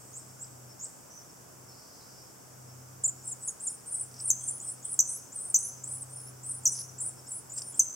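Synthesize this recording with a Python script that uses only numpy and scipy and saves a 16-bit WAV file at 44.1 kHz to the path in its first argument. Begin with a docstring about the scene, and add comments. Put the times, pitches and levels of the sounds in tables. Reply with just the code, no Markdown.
"""Swamp forest, at a warbler nest. Thin, wavering two-voiced chitters overlap in bouts, broken by
bright slurs, short dry ticks, and five sharp chips that ring among the trunks.
Each voice is one side of a syrinx: a near sine on a pitch curve. Ticks are bursts of bright noise.
Behind them: farther birds, a wash of air and insect hiss (shaped noise), a distant engine hum."""
import sys
import numpy as np
from scipy import signal
from scipy.fft import rfft, irfft
from scipy.io import wavfile
from scipy.ndimage import map_coordinates

SR = 44100
rng = np.random.default_rng(int(sys.argv[2]) if len(sys.argv) > 2 else 0)


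def log_audio(samples):
    """Write samples as a 16-bit WAV file to the path given in sys.argv[1]."""
    # one column per channel
    frames = np.atleast_2d(samples).T
    # limit to full scale, then quantise
    limited = np.clip(frames, -1, 1)
    pcm = np.round(limited * 32767).astype(np.int16)
    wavfile.write(sys.argv[1], SR, pcm)


N = 350595

# forest air (frequency [Hz], relative density [dB])
AIR_SPECTRUM = [(20, -31), (64, -14), (100, -8.5), (160, -8.5), (270, -9.5), (700, -12), (1470, -16),
                (1900, -24), (2300, -25), (3460, -30), (4200, -35), (9000, -72)]
# insect hiss (frequency [Hz], relative density [dB])
INSECT_SPECTRUM = [(3800, -31), (4500, -6.5), (5400, 3), (6500, 3), (8000, 5.5), (9200, -2.5),
                   (12000, -3.5), (15500, -4), (17000, -10)]
# narrow, high hiss (frequency [Hz], relative density [dB])
HIGH_HISS_SPECTRUM = [(4500, -39), (6500, -12), (7800, 0), (8600, -1), (9600, -17), (12000, -45)]
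# diffuse noise (frequency [Hz], left-right coherence [0-1])
COHERENCE = [(30, 0.43), (100, 0.46), (200, 0.36), (400, 0.15), (1500, 0.02), (4000, 0.41), (8000, 0.094),
             (15000, 0.034)]
# engine hum (time [s], level [dB])
ENGINE_LEVELS = [(0.0, -62), (0.04, -60), (0.66, -54), (0.97, -70), (1.75, -57.5), (1.83, -74), (2.21, -59),
                 (2.3, -69), (2.63, -52), (3.48, -58), (3.52, -73), (4.21, -53.5), (5.53, -64.5),
                 (5.91, -51), (7.04, -54), (7.39, -60.5), (7.66, -57), (7.95, -66.5)]
# echo tail of the trunks (frequency [Hz], T60 [s])
FOREST_T60 = [(4000, 1), (6000, 0.72), (8000, 0.89), (11000, 0.41), (16000, 0.6)]
# thin, far whistles (start [s], length [s], pitch [Hz], level [dB], quaver [share of pitch])
FAR_WHISTLES = [(1.09, 0.12, 6010, -58, 0.027), (1.637, 0.68, 5240, -65.5, 0.085),
                (4.404, .025, 3310, -70, .04), (4.616, .025, 3240, -76, 0.036),
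                (4.835, .025, 3330, -70, 0.043), (7.722, .025, 3320, -73, .04)]
# rising notes of a far bird (start [s], length [s], opening pitch [Hz], target pitch [Hz], level [dB])
FAR_RISERS = [(0.12, 0.064, 6500, 8730, -44.5), (0.388, 0.045, 7050, 8600, -42.5),
              (0.788, 0.062, 6620, 8500, -39.5)]
# short bright ticks: the first two end far rising notes, the rest are scratches at the nest
# (time [s], level [dB])
BRIGHT_TICKS = [(.444, -41), (.854, -41), (4.141, -37), (4.201, -32.5), (6.752, -31), (6.788, -26.5),
                (6.817, -39), (7.578, -34), (7.619, -25.5)]
# resonance of a tick (frequency [Hz], relative gain [dB])
TICK_SPECTRUM = [(3000, -32), (4200, -28.5), (4900, -7.5), (5600, -3), (7000, -19), (16000, -39)]
# U-shaped slurs (bottom time [s], bottom pitch [Hz], level [dB])
NEST_SLURS = [(3.051, 6930, -20.5), (3.09, 7000, -26), (3.293, 7320, -35), (3.33, 6960, -32),
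              (3.49, 6540, -28), (3.681, 6900, -27), (3.955, 7840, -28.5), (4.296, 7370, -30.5),
              (4.491, 7270, -27), (4.700, 7670, -33), (4.945, 7900, -38), (6.03, 8050, -34),
              (6.518, 7930, -33.5), (6.73, 7500, -31.5), (7.586, 7320, -31.5)]
# U-shaped chips (bottom time [s], bottom pitch [Hz], level [dB], fall [s], rise [s], bottom dip [0-1])
NEST_CHIPS = [(4.3100, 6130, -12, 0.0091, 0.0081, 0.55), (4.9985, 5930, -10, 0.0094, 0.013, 0.69),
              (5.552, 6010, -12, 0.011, 0.017, 0.41), (6.665, 5804, -14, .0125, .018, 0.48),
              (7.8026, 6080, -11.5, 0.01, 0.0027, 0.03)]
# call-and-answer bouts (start [s], length [s], call pitch [Hz], answer pitch [Hz], level [dB])
CHITTER_BOUTS = [(3.223, 0.1, 8470, 9400, -42.5), (3.404, 0.11, 8940, 9570, -38.5),
                 (3.595, 0.16, 9010, 9330, -38.5), (3.856, 0.19, 9370, 8580, -36),
                 (4.185, 0.14, 9040, 9560, -37), (4.392, 0.2, 9080, 9600, -38),
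                 (4.592, 0.16, 8550, 8920, -41.5), (4.824, 0.13, 8600, 9700, -37.5),
                 (5.042, .16, 8750, 10560, -40.5), (5.318, 0.2, 8830, 8900, -38.5),
                 (5.55, 0.16, 8800, 10340, -38.5), (5.833, 0.19, 8650, 10030, -39),
                 (6.093, .212, 9430, 10150, -43.5), (6.429, .17, 8900, 9500, -39),
                 (6.632, .21, 8980, 10280, -38.5), (6.979, .122, 8470, 9520, -35.5),
                 (7.264, 0.14, 8500, 10060, -39.5), (7.493, 0.24, 8220, 9350, -39.5),
                 (7.72, 0.13, 8460, 8830, -42.5)]


def gain_of(db):
    """Decibels to amplitude gain."""
    return 10 ** (np.asarray(db) / 20)


def unit_rms(x):
    """Scale to rms 1."""
    return x / np.sqrt(np.mean(x ** 2) + 1e-20)


def lookup(table, hz):
    """Interpolate a table over log frequency."""
    table_hz, values = np.transpose(table)
    return np.interp(np.log(hz + 1), np.log(table_hz + 1), values)


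def bin_gains(spectrum, size):
    """A dB spectrum as gain per FFT bin."""
    return gain_of(lookup(spectrum, np.fft.rfftfreq(size, 1 / SR)))


def coloured_noise(spectrum):
    """Shaped noise, rms 1."""
    return unit_rms(irfft(rfft(rng.standard_normal(N)) * bin_gains(spectrum, N), N))


def wander(t, rate_hz):
    """Smooth random curve of about unit size, rate_hz knots a second."""
    return map_coordinates(rng.standard_normal(512), [(t - t[0]) * rate_hz], order=3, mode="wrap")


def tone(hz, octave_db=-60):
    """Sine on a pitch curve, with a weak octave."""
    phase = 2 * np.pi * np.cumsum(hz) / SR
    return np.sin(phase) + gain_of(octave_db) * np.sin(2 * phase) * (hz < SR / 4)


def play(source, rows):
    """Mono mix of one event per row; source returns (start [s], sound)."""
    mix = np.zeros(N)
    for row in rows:
        start_s, sound = source(*row)
        part = mix[max(round(start_s * SR), 0):][:len(sound)]
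        part += sound[:len(part)]
    return mix


def wash(spectrum, db):
    """Steady diffuse noise, partly coherent between the ears."""
    coherence = lookup(COHERENCE, np.fft.rfftfreq(N, 1 / SR))
    mid = irfft(rfft(coloured_noise(spectrum)) * np.sqrt((1 + coherence) / 2), N)
    side = irfft(rfft(coloured_noise(spectrum)) * np.sqrt((1 - coherence) / 2), N)
    return gain_of(db) * np.array([mid + side, mid - side])


def fading_hiss(fade_s=0.36, db=-56):
    """Narrow, high hiss that dies away."""
    t = np.arange(N) / SR
    return wash(HIGH_HISS_SPECTRUM, db) * np.exp(-(t / fade_s) ** 2)


def engine(drone_hz=128, throb_hz=98, throb_db=-11):
    """Far drone swelling and fading on the air, with a looser, lower throb."""
    t = np.arange(N) / SR
    drone = tone(drone_hz * (1 + 0.0071 * wander(t, 4)), octave_db=-19)
    throb = tone(throb_hz * (1 + 0.0489 * wander(t, 24)))
    throb *= gain_of(throb_db + 1.9 * wander(t, 3.15))
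    envelope = np.sqrt(2) * gain_of(np.interp(t, *np.transpose(ENGINE_LEVELS)))
    return envelope * (drone + throb) * gain_of([[.7], [-.8]])


def forest(direct, near_db, far_db, tilt_db=0, near_decay_s=0.013, taps_per_s=3000):
    """Direct sound, quick echoes off bark and leaves, and a thin tail from the trunks beyond."""
    t = np.arange(SR) / SR
    taps = rng.standard_normal((3, SR)) * (rng.random((3, SR)) < taps_per_s / SR) * (t > .003)
    per_ear, common = taps[:2], taps[2]
    near = (common + 0.73 * per_ear) * np.exp(-t / near_decay_s)
    hz, age_s, tail = signal.stft(per_ear + 1.2 * common, SR, nperseg=256)
    tail *= gain_of(-60 * age_s / lookup(FOREST_T60, hz)[:, None])
    far = signal.istft(tail, SR, nperseg=256)[1][:, :SR]
    echoes = gain_of(near_db) * near / np.linalg.norm(near[0])
    echoes += gain_of(far_db) * far / np.linalg.norm(far[0])
    # an open bill beams its highs forward, so the trees return mostly the lows
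    beam = bin_gains([(6150, 0), (6800, tilt_db)], SR)
    echoes = irfft(rfft(echoes) * beam, SR)
    return direct + signal.fftconvolve(direct[None], echoes, axes=1)[:, :N]


def far_whistle(start_s, length_s, hz, db, quaver):
    """Level whistle with a fast random quaver."""
    t = np.arange(0, length_s, 1 / SR)
    envelope = gain_of(db) * signal.windows.tukey(len(t), .3)
    return start_s, envelope * tone(hz * (1 + quaver * wander(t, 400)))


def peep_notes(first_s=.182, period_s=.498, hz=5370, mean_db=-62.5, spread_db=2.5, quaver=.018):
    """A far bird's long and short peep on a steady beat; level varies by pair."""
    beats_s = np.arange(first_s, N / SR, period_s)
    levels_db = mean_db + spread_db * rng.standard_normal(len(beats_s))
    pair = [(0, .05), (.105, .026)]  # (delay [s], length [s])
    return [(beat_s + delay_s, length_s, hz, db, quaver)
            for beat_s, db in zip(beats_s, levels_db) for delay_s, length_s in pair]


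def riser(start_s, length_s, open_hz, target_hz, db, buzz_depth_hz=550, buzz_rate_hz=75, flick_hz=2600):
    """Note that swells, climbs into a buzz and flicks down."""
    t = np.arange(0, length_s, 1 / SR)
    progress = t / length_s
    buzz_hz = buzz_depth_hz * progress * np.sin(2 * np.pi * buzz_rate_hz * t)
    hz = open_hz + (target_hz - open_hz) * progress ** 2 + buzz_hz - flick_hz * progress ** 24
    envelope = gain_of(db - 15 * (1 - progress)) * signal.windows.tukey(len(t), .25)
    return start_s, envelope * tone(hz * (1 + 0.027 * wander(t, 1110)))


def tick(time_s, db, decay_s=.004, lead_s=.004):
    """Short noise burst ringing in a bright band."""
    t = np.arange(2048) / SR - lead_s
    burst = rng.standard_normal(len(t)) * (t > 0) * np.exp(-t / decay_s)
    resonance = unit_rms(bin_gains(TICK_SPECTRUM, len(t)))
    return time_s - lead_s, gain_of(db) * irfft(rfft(burst) * resonance) / 2


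def scuffs(count=3, within_s=.04, relative_db=-8):
    """Lighter ticks scattered around each tick."""
    offsets_s = within_s * rng.uniform(-1, 1, (len(BRIGHT_TICKS), count))
    return [(time_s + offset_s, db + relative_db)
            for (time_s, db), row in zip(BRIGHT_TICKS, offsets_s) for offset_s in row]


def scoop(fall_s, rise_s):
    """Axes of a U-shaped note: time from the bottom [s], position [-1 to 1]."""
    t = np.arange(-fall_s, rise_s, 1 / SR)
    return t, t / np.where(t < 0, fall_s, rise_s)


def slur(bottom_s, bottom_hz, db, fall_s=.017, sweep_hz=2300, upper_db=-17):
    """Gentle U in pitch; the other side of the syrinx follows weakly, a third higher."""
    rise_s = .025 * gain_of(0.82 * (db + 18.5))  # weaker slurs break off sooner
    t, position = scoop(fall_s, rise_s)
    reach = np.where(t < 0, 1, min(rise_s / fall_s, 1))
    hz = (bottom_hz + sweep_hz * position ** 2 * reach) * (1 + 0.0025 * wander(t, 600))
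    voices = tone(hz, octave_db=-35) + gain_of(upper_db) * tone(hz * 1.22)
    return bottom_s - fall_s, gain_of(db) * signal.windows.tukey(len(t), .55) * voices


def chip(bottom_s, bottom_hz, db, fall_s, rise_s, dip, sweep_hz=3500):
    """Hard, fast dive and climb in pitch; rough and hollow at the bottom."""
    t, position = scoop(fall_s, rise_s)
    at_bottom = np.exp(-(2 * position) ** 2)
    hz = (bottom_hz + sweep_hz * abs(position) ** 3) * (1 + .013 * at_bottom * wander(t, 2200))
    contour_db = -0.5 - 2.8 * position - 7 * position ** 4
    envelope = gain_of(db + contour_db) * signal.windows.tukey(len(t), .3) * (1 - dip * at_bottom)
    return bottom_s - fall_s, envelope * tone(hz, octave_db=-21.5)


def chitter(start_s, length_s, held_hz, db, warble_hz, climb_hz,
            glide_s=.031, crest_lead_s=.028, flick_hz=800, upper_db=-7):
    """Both sides of the syrinx: open with a rasp, climb, warble, flick down."""
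    t = np.arange(0, length_s, 1 / SR)
    progress = np.sqrt(t / length_s)
    cycles = warble_hz * (t - length_s + crest_lead_s)  # 0 at the tallest crest
    trough = np.sqrt(np.sin(np.pi * cycles) ** 2 + .06)  # round troughs, sharp crests
    swing_hz = 1150 + 950 * np.exp(-cycles ** 2)
    hz = held_hz - climb_hz * np.exp(-t / glide_s) - flick_hz * progress ** 20
    hz += swing_hz * (.73 - trough)
    rasp = .0045 + .018 * (1 - progress) ** 2
    lower = tone(hz * (1 + rasp * wander(t, 953)), octave_db=-30)
    upper = tone(hz * 1.119 * (1 + rasp * wander(t, 920) + 0.02 * wander(t, 69)))
    upper *= gain_of(upper_db) / (1 + (hz / 9700) ** 24)  # gives out at the top of the range
    swell = 0.81 + np.sin(np.pi * progress ** 3)
    flutter_db = 2 * (trough - 3.5) + 4.63 * wander(t, 176.5)
    envelope = gain_of(db + flutter_db) * swell * signal.windows.tukey(len(t), .1)
    return start_s, envelope * (lower + upper)


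def bout_calls(max_call_s=.13, min_wait_s=.022, call_climb_hz=1900, answer_climb_hz=1097):
    """One bird calls, a second answers over it and ends the bout; each warbles at its own rate."""
    calls = []
    for start_s, length_s, call_hz, answer_hz, db in CHITTER_BOUTS:
        wait_s = max(length_s - max_call_s, min_wait_s)
        call_warble_hz, answer_warble_hz = 20 * 2 ** (0.77 * rng.uniform(-1.1, 1, 2))
        calls += [
            (start_s, min(length_s, max_call_s), call_hz, db, call_warble_hz, call_climb_hz),
            (start_s + wait_s, length_s - wait_s, answer_hz, db - 1, answer_warble_hz, answer_climb_hz)]
    return calls


def scene():
    """Nearly dry nest birds and ticks, echoing far birds, over air, insects and engine."""
    front = forest(play(chitter, bout_calls()), near_db=-10, far_db=-14.5)
    front += forest(play(slur, NEST_SLURS) + play(tick, BRIGHT_TICKS + scuffs()), near_db=-12, far_db=-22)
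    front += forest(play(chip, NEST_CHIPS), near_db=-7.5, far_db=-10.5, tilt_db=-5)
    distant = forest(play(riser, FAR_RISERS), near_db=7.5, far_db=-1)
    distant += forest(play(far_whistle, FAR_WHISTLES), near_db=3, far_db=3.5)
    distant += forest(play(far_whistle, peep_notes()), near_db=1.5, far_db=-4)
    background = wash(AIR_SPECTRUM, db=-55.5) + wash(INSECT_SPECTRUM, db=-55) + fading_hiss() + engine()
    return background + distant + front * gain_of([[.25], [-.25]])


def record(dry, cutoff_hz=15950):
    """Steep low-pass."""
    lowpass = signal.firwin(511, cutoff_hz, window=("kaiser", 9), fs=SR)
    return signal.oaconvolve(dry, lowpass[None], "same")


dry = scene()
out = record(dry)
log_audio(out)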